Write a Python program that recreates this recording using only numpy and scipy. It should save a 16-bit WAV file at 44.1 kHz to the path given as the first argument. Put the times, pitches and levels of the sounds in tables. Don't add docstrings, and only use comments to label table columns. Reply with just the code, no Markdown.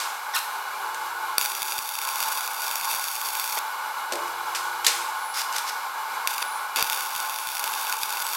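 import sys
import numpy as np
from scipy import signal
from scipy.fft import rfft, irfft
from scipy.io import wavfile

SR = 44100
rng = np.random.default_rng(int(sys.argv[2]) if len(sys.argv) > 2 else 0)


def wav_out(sig):
    wavfile.write(sys.argv[1], SR, np.round(np.clip(np.atleast_2d(sig).T, -1, 1) * 32767).astype(np.int16))


N = 368675
T = np.arange(N) / SR
HZ = np.fft.rfftfreq(2 * N, 1 / SR)

# frequency in Hz, relative level in dB.
AIR_TONE = [(30, -49), (120, -42.5), (280, -26.5), (450, -14.5), (700, -10), (800, 0.5), (1150, -1.5),
            (1620, -4), (1850, -16.5), (2250, -13.5), (3100, -17), (4100, -14), (6500, -21), (9300, -21),
            (12800, -17.5), (15500, -28.5)]
# frequency in Hz, width in Hz, level over the air in dB.
HOUSING_PEAKS = [(160, 12.4, 11), (225, 9.2, 7), (400, 3.2, 1), (874, 32, 9), (907, 12, 0.5),
                 (953, 21, 5.5), (1063.6, 24, 11), (1136, 7.5, 9.5), (1348, 15, 7), (1467, 16.2, 14),
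                 (1639, 19, 4.5), (2186, 96, 9), (2370, 14, 10), (2917, 23, 12), (3410, 100, 1.5),
                 (3910, 18, 7), (6230, 51, 4), (7280, 200, 3)]
FAN_DB = -30.5
# start in seconds, end in seconds, change aimed at in dB.
LEVEL_DIPS = [(1.325, 2.14, -3), (2.366, 2.66, -2), (2.938, 3.623, -3), (7.204, 7.652, -3.5),
              (7.842, 8.13, -3.5)]
DIP_RAMP_S, DIP_SIZZLE_SHARE = 0.18, 0.24

# time in seconds, level in dB, ring t60 in seconds,
# level sent to the room over the blow in dB, level of the low plate modes over the blow in dB.
METAL_KNOCKS = [(0.001, -3.5, 0.05, 5.5, -32), (.945, -8.5, 0.021, -5, -30), (4.122, -1.5, 0.04, -6, 3),
                (4.134, -4.5, .03, -8, -7), (4.155, -6.5, 0.021, -17, -17), (4.279, -15, 0.035, -19, -3),
                (4.549, 2, 0.13, -2, -37), (4.846, 4, 0.046, -2, -30), (4.8654, 13.5, 0.045, -4, -24),
                (4.88, 6.5, 0.061, -9, -33), (5.526, -7, .015, 6.5, -31)]
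# frequency in Hz, relative level in dB.
KNOCK_TONE = [(100, -38), (280, -28), (520, -14), (750, -15), (1250, -3.5), (2300, 0.5), (3600, 0),
              (5000, 1), (6000, -1), (7800, -2), (9000, -5), (10500, -7), (12000, -7.5), (15500, -20)]
# frequency in Hz, relative level in dB, t60 in seconds.
PLATE_MODES = [(330, -27, .25), (348, 5, 0.73), (437, 4, 0.77), (577, 11.5, 0.38), (640, 3, 0.81)]

# time in seconds, slip rate in Hz, level in dB.
SQUEAK_PATH = [(.335, 1820, -32), (0.349, 1854, -30), (0.357, 1498, -26), (.365, 1310, -27),
               (0.373, 1360, -23), (.38, 1320, -50)]
# start in seconds, end in seconds, level at the start in dB,
# level at the end in dB, squeal over the rasp in dB.
SCRAPE_STROKES = [(0.343, 0.373, -27.5, -26, -27), (0.371, 0.396, -34, -22.5, -27),
                  (5.338, 5.423, -37, -31, 0.5), (5.555, 5.572, -32.5, -29, 2),
                  (5.578, 5.598, -26, -34, -4), (5.663, 5.703, -43, -35, 5)]
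# frequency in Hz, relative level in dB.
SCRAPE_TONE = [(60, -49), (300, -20), (1200, 9), (2500, 2.5), (4500, -0.5), (7000, 2.5), (9500, 2.5),
               (12500, 3.5), (15500, -8)]

# start in seconds, end in seconds, start pitch in Hz,
# end pitch in Hz, nominal width in Hz, level in dB.
SINKING_WHISTLES = [(0.417, 1.05, 402, 393, 14, -55.5), (1.42, 1.898, 385, 372, 23, -57),
                    (5.13, 5.52, 10840, 9450, 750, -43.5), (6.29, 6.68, 10700, 9350, 920, -42.5),
                    (7.3, 7.71, 10600, 9300, 600, -45), (7.83, 8.168, 10000, 9500, 650, -52),
                    (8.2, 8.343, 7900, 7800, 20, -41)]

# start in seconds, end in seconds, relative level in dB.
HUM_SWELLS = [(0.754, 1.432, -67.5), (3.992, 5.198, -65)]
# frequency in Hz, relative level in dB.
HUM_PARTIALS = [(119, -4), (355, 9), (473, 10)]

# start in seconds, end in seconds, base sizzle level in dB,
# share reflected by the steel from 0 to 1, relative resonance of the steel ring in dB.
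ARC_BURNS = [(1.389, 3.592, -35.5, 0.63, -18), (6.271, 6.43, -38, 0.34, 2), (6.759, 8.4, -36.5, 0.43, -2)]
# frequency in Hz, relative level in dB.
SPARK_TONE = [(60, -39.5), (250, -24), (600, -4), (1200, -4), (1900, -1.5), (2500, 1.5), (3600, -2),
              (4700, 0.5), (6000, 4.5), (7900, 0.5), (9500, 3), (11300, 4.5), (13400, -3.5), (15800, 1.5)]
# frequency in Hz, width in Hz, level over the spark in dB.
WORKPIECE_PEAKS = [(2690, 210, 3), (3600, 190, 7.5), (4710, 320, 6), (13040, 560, 10.5)]
# time in seconds, relative crack in dB, relative low thump in dB.
LOUD_POPS = [(1.382, 10.5, -34), (1.4128, 1, -53), (1.4515, -3, -73), (1.459, -3, -62), (1.62, -4.5, -50),
             (1.7893, -3, -47.5), (2.0733, -7, -72), (2.2043, -3, -68), (2.2277, -2.5, -53),
             (2.7571, -1.5, -65), (2.914, -3, -66), (2.9483, -6, -51), (3.3977, -1.5, -66), (6.274, 3, -61),
             (6.424, -8, -64), (6.7605, 0.5, -65), (6.8259, 5, -36.5), (6.899, 1, -65), (6.931, -2, -66),
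             (7.1622, -5, -53), (7.4721, -6, -53), (7.552, -6, -68), (7.641, -2, -61), (7.677, -5, -64),
             (7.9256, -1.5, -58), (8.0332, -2.5, -51), (8.202, -7, -63)]
# start in seconds, end in seconds, level in dB.
ARC_SPUTTERS = [(1.458, 1.464, -31), (3.57, 3.583, -26), (6.419, 6.429, -25), (6.759, 6.822, -27)]
# start in seconds, end in seconds, change aimed at in dB.
SIZZLE_SWELLS = [(2.147, 2.4, 3), (2.452, 2.648, -6), (2.8, 3.06, 3.5), (3.33, 3.66, 0.5)]
SURGE_DB, SURGE_S, HEAT_DB_PER_S = 4.5, 0.15, 1.8
DROPS_PER_S, DROP_DB, DROP_SPREAD_DB = 19, -6.5, 0.8
DROP_THUMP_DB, DROP_THUMP_SPREAD_DB = -67.5, 7
BULK_GROWTH = 1.1
LAG_MS, LAG_MS_PER_S, LAG_SWAY_MS = .878, .014, .008
HOLLOW_HZ, HOLLOW_WIDTH_HZ = 3000, 1600
TOP_HZ = 15900


def amp(db):
    return 10 ** (np.asarray(db) / 20)


def unit(x):
    return x / np.sqrt(np.mean(x ** 2))


def shape(points):
    hz, db = np.transpose(points)
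    return amp(np.interp(np.log(HZ + 1), np.log(hz), db))


def resonance(hz, width_hz):
    return 1 / np.sqrt(1 + (2 * (HZ - hz) / width_hz) ** 2)


def peaks(rows):
    power = sum((amp(db) * resonance(hz, width)) ** 2 for hz, width, db in rows)
    return np.sqrt(1 + power)


def colour(x, gain):
    cepstrum = irfft(np.log(unit(gain) + 1e-9))
    cepstrum[1:N] *= 2
    cepstrum[N + 1:] = 0
    response = np.exp(rfft(cepstrum))
    return irfft(rfft(x, 2 * N) * response)[:N]


def filtered(x, hz, kind, order=1):
    return signal.sosfilt(signal.butter(order, hz, kind, fs=SR, output="sos"), x)


def walk(rate):
    knots = rng.standard_normal(N // 20)
    return unit(np.interp(T * rate, np.arange(len(knots)), knots))


def gate(start, end, edge):
    rise = np.clip((T - start) / edge, 0, 1)
    fall = np.clip((end - T) / edge, 0, 1)
    return rise * fall


def fade(t60, length=1):
    return amp(-60 * T[:int(length * SR)] / t60)


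def ring(t60):
    cloud = rng.standard_normal(SR) * fade(t60)
    return cloud / np.linalg.norm(cloud)


def add(track, s, sound):
    start = max(int(round(s * SR)), 0)
    track[start:start + len(sound)] += sound[:N - start]


def crackle(rate, spread_db):
    size = amp(spread_db * np.minimum(rng.exponential(size=N), 4))
    hits = rng.random(N) < rate / SR
    return unit(hits * size * rng.choice([-1, 1], N))


def dips():
    return sum(db * gate(start, end, DIP_RAMP_S) for start, end, db in LEVEL_DIPS)


def fan(waver_db=0.77):
    air = colour(rng.standard_normal(N), shape(AIR_TONE) * peaks(HOUSING_PEAKS))
    return air * amp(FAN_DB + dips() + waver_db * walk(14))


def knocks(rattle_db=1, rattle_t60=0.34):
    modes = sum(amp(db) * np.sin(2 * np.pi * hz * T[:SR]) * fade(t60) for hz, db, t60 in PLATE_MODES)
    modes = filtered(modes, 240, "highpass", order=3)
    direct, spread, low = np.zeros((3, N))
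    for s, db, t60, room_db, plate_db in METAL_KNOCKS:
        blow = amp(db) * ring(t60)
        rattle = filtered(ring(rattle_t60), (310, 680), "bandpass", order=4)
        plate = unit(modes) + amp(rattle_db) * unit(rattle)
        add(direct, s, blow)
        add(spread, s, amp([db + room_db]))
        add(low, s, plate / np.linalg.norm(plate) * amp(db + plate_db))
    return colour(direct, shape(KNOCK_TONE)) + low, colour(spread, shape(KNOCK_TONE))


def workshop(x, low_t60=0.64, mid_t60=0.63, high_t60=0.75, gap_s=.008):
    tail = np.zeros(N)
    bands_hz = [((100, 3000), low_t60), ((3000, 8000), mid_t60), ((8000, 18000), high_t60)]
    for band, t60 in bands_hz:
        noise = filtered(rng.standard_normal(SR), band, "bandpass", order=3)
        add(tail, gap_s, noise * fade(t60))
    return signal.fftconvolve(x, tail[:SR] / np.linalg.norm(tail))[:N]


def squeak(jitter=0.058, count=3):
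    s, hz, db = np.transpose(SQUEAK_PATH)
    slip_hz = np.interp(T, s, hz) * (1 + jitter * walk(900))
    phase = 2 * np.pi * np.cumsum(slip_hz) / SR
    tone = unit(sum(np.sin(k * phase) for k in range(1, count + 1)))
    return tone * amp(np.interp(T, s, db)) * gate(s[0], s[-1], .003)


def scrapes(squeal_hz=5100, squeal_width_hz=1100, judder_db=2):
    slips = crackle(rate=7000, spread_db=-1.5) * amp(judder_db * walk(200))
    rasp, squeal = np.zeros((2, N))
    for start, end, first_db, last_db, squeal_db in SCRAPE_STROKES:
        level = amp(np.interp(T, [start, end], [first_db, last_db]))
        stroke = slips * gate(start, end, 0.0053) * level
        rasp += stroke
        squeal += stroke * amp(squeal_db)
    squeal_tone = shape(SCRAPE_TONE) * resonance(squeal_hz, squeal_width_hz) ** 0.98
    return colour(rasp, shape(SCRAPE_TONE)) + colour(squeal, squeal_tone)


def whistles():
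    out = 0
    for start, end, first_hz, last_hz, width_hz, db in SINKING_WHISTLES:
        pitch = np.interp(T, [start, end], [first_hz, last_hz])
        phase = 2 * np.pi * np.cumsum(pitch) / SR
        band = walk(width_hz) * np.cos(phase) + walk(width_hz) * np.sin(phase)
        out = out + amp(db) * band * gate(start, end, (end - start) / 3)
    return out


def hum():
    lines = sum(amp(db) * np.sin(2 * np.pi * hz * T) for hz, db in HUM_PARTIALS) * np.sqrt(2)
    return lines * sum(amp(db) * gate(start, end, (end - start) / 6) for start, end, db in HUM_SWELLS)


def small_drops(count=300):
    wait, crack, thump = np.clip(rng.standard_normal((count, 3)), -2, 2).T
    times = np.cumsum(np.exp(.5 * wait)) / DROPS_PER_S
    crack_db = DROP_DB + DROP_SPREAD_DB * crack
    thump_db = DROP_THUMP_DB + DROP_THUMP_SPREAD_DB * thump
    rows = np.column_stack([times, crack_db, thump_db])
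    return [row for row in rows if any(start < row[0] < min(end, T[-1]) for start, end, *_ in ARC_BURNS)]


def pops(crack_db=0, spit_db=-8, spit_t60=0.014, thump_db=42, bulk_db=3,
         bulk_low_hz=700, bulk_high_hz=2300, count=400):
    cracks, bulk, puffs = np.zeros((3, N))
    lags = rng.integers(7, 30, count)
    decay = fade(spit_t60)[:SR // 20]
    spits = rng.standard_normal((count, len(decay))) * decay / np.linalg.norm(decay)
    for (s, db, low_db), lag, spit in zip(list(LOUD_POPS) + small_drops(), lags, spits):
        burst = amp(spit_db) * spit
        burst[[0, lag]] += [.8, .55]
        add(cracks, s, burst * amp(db + crack_db))
        add(bulk, s, amp([BULK_GROWTH * db + bulk_db]))
        add(puffs, s, amp([low_db + thump_db]))
    body = filtered(bulk, (bulk_low_hz, bulk_high_hz), "bandpass")
    return cracks + body, filtered(puffs, 410, "lowpass")


def sizzle_level(swell_ramp_s=0.13):
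    level = np.zeros(N)
    for start, _, db, *_ in ARC_BURNS:
        age = T - start
        burn = db + SURGE_DB * np.exp(-np.abs(age) / SURGE_S) + HEAT_DB_PER_S * age
        level = np.where(age >= 0, burn, level)
    swells = sum(db * gate(start, end, swell_ramp_s) for start, end, db in SIZZLE_SWELLS)
    return level + DIP_SIZZLE_SHARE * dips() + swells


def mirror(x, lag_ms, share):
    treble = filtered(x, 2800, "highpass")
    return x + min(share, 1) * np.interp(T - lag_ms / 1000, T, treble)


def arc(hiss_db=-2, flutter_db=1.87, sputter_db=0.66, coarse_hz=5000, flare_db=-7):
    unrest = amp(flutter_db * walk(260) + sputter_db * walk(45))
    sizzle = unit(crackle(rate=2600, spread_db=4.5) + amp(hiss_db) * rng.standard_normal(N))
    sizzle *= unrest * amp(sizzle_level())
    unstable = sum(amp(db) * gate(start, end, 0.0036) for start, end, db in ARC_SPUTTERS)
    sizzle += unstable * unit(filtered(crackle(rate=5500, spread_db=8.0), coarse_hz, "lowpass"))
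    gas = unit(filtered(rng.standard_normal(N), (420, 1900), "bandpass", order=2))
    flare = unstable * amp(flare_db) * gas
    cracks, puffs = pops()
    out, sway = 0, LAG_SWAY_MS * walk(4.8)
    hollow_band = (HOLLOW_HZ - HOLLOW_WIDTH_HZ / 2, HOLLOW_HZ + HOLLOW_WIDTH_HZ / 2)
    for start, end, _, share, hollow_db in ARC_BURNS:
        burn = sizzle * gate(start, end, .003) + cracks * gate(start - .01, end, .001)
        burn = burn + amp(hollow_db) / 2 * filtered(burn, hollow_band, "bandpass")
        lag_ms = LAG_MS + LAG_MS_PER_S * (T - start) + sway
        out = out + mirror(burn, lag_ms, share)
    return colour(out, shape(SPARK_TONE) * peaks(WORKPIECE_PEAKS)) + puffs + flare


def scene(arc_room_db=-14, scrape_room_db=-6):
    weld = arc()
    rasp = scrapes() + squeak()
    blows, spread = knocks()
    echo = workshop(amp(arc_room_db) * weld + amp(scrape_room_db) * rasp + spread)
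    mono = weld + rasp + blows + echo + fan() + hum() + whistles()
    return np.array([mono, mono])


def record(dry):
    clipped = np.clip(dry, -1.1, 1.1)
    return signal.sosfilt(signal.ellip(10, .2, 70, TOP_HZ, fs=SR, output="sos"), clipped)


dry = scene()
out = record(dry)
wav_out(out)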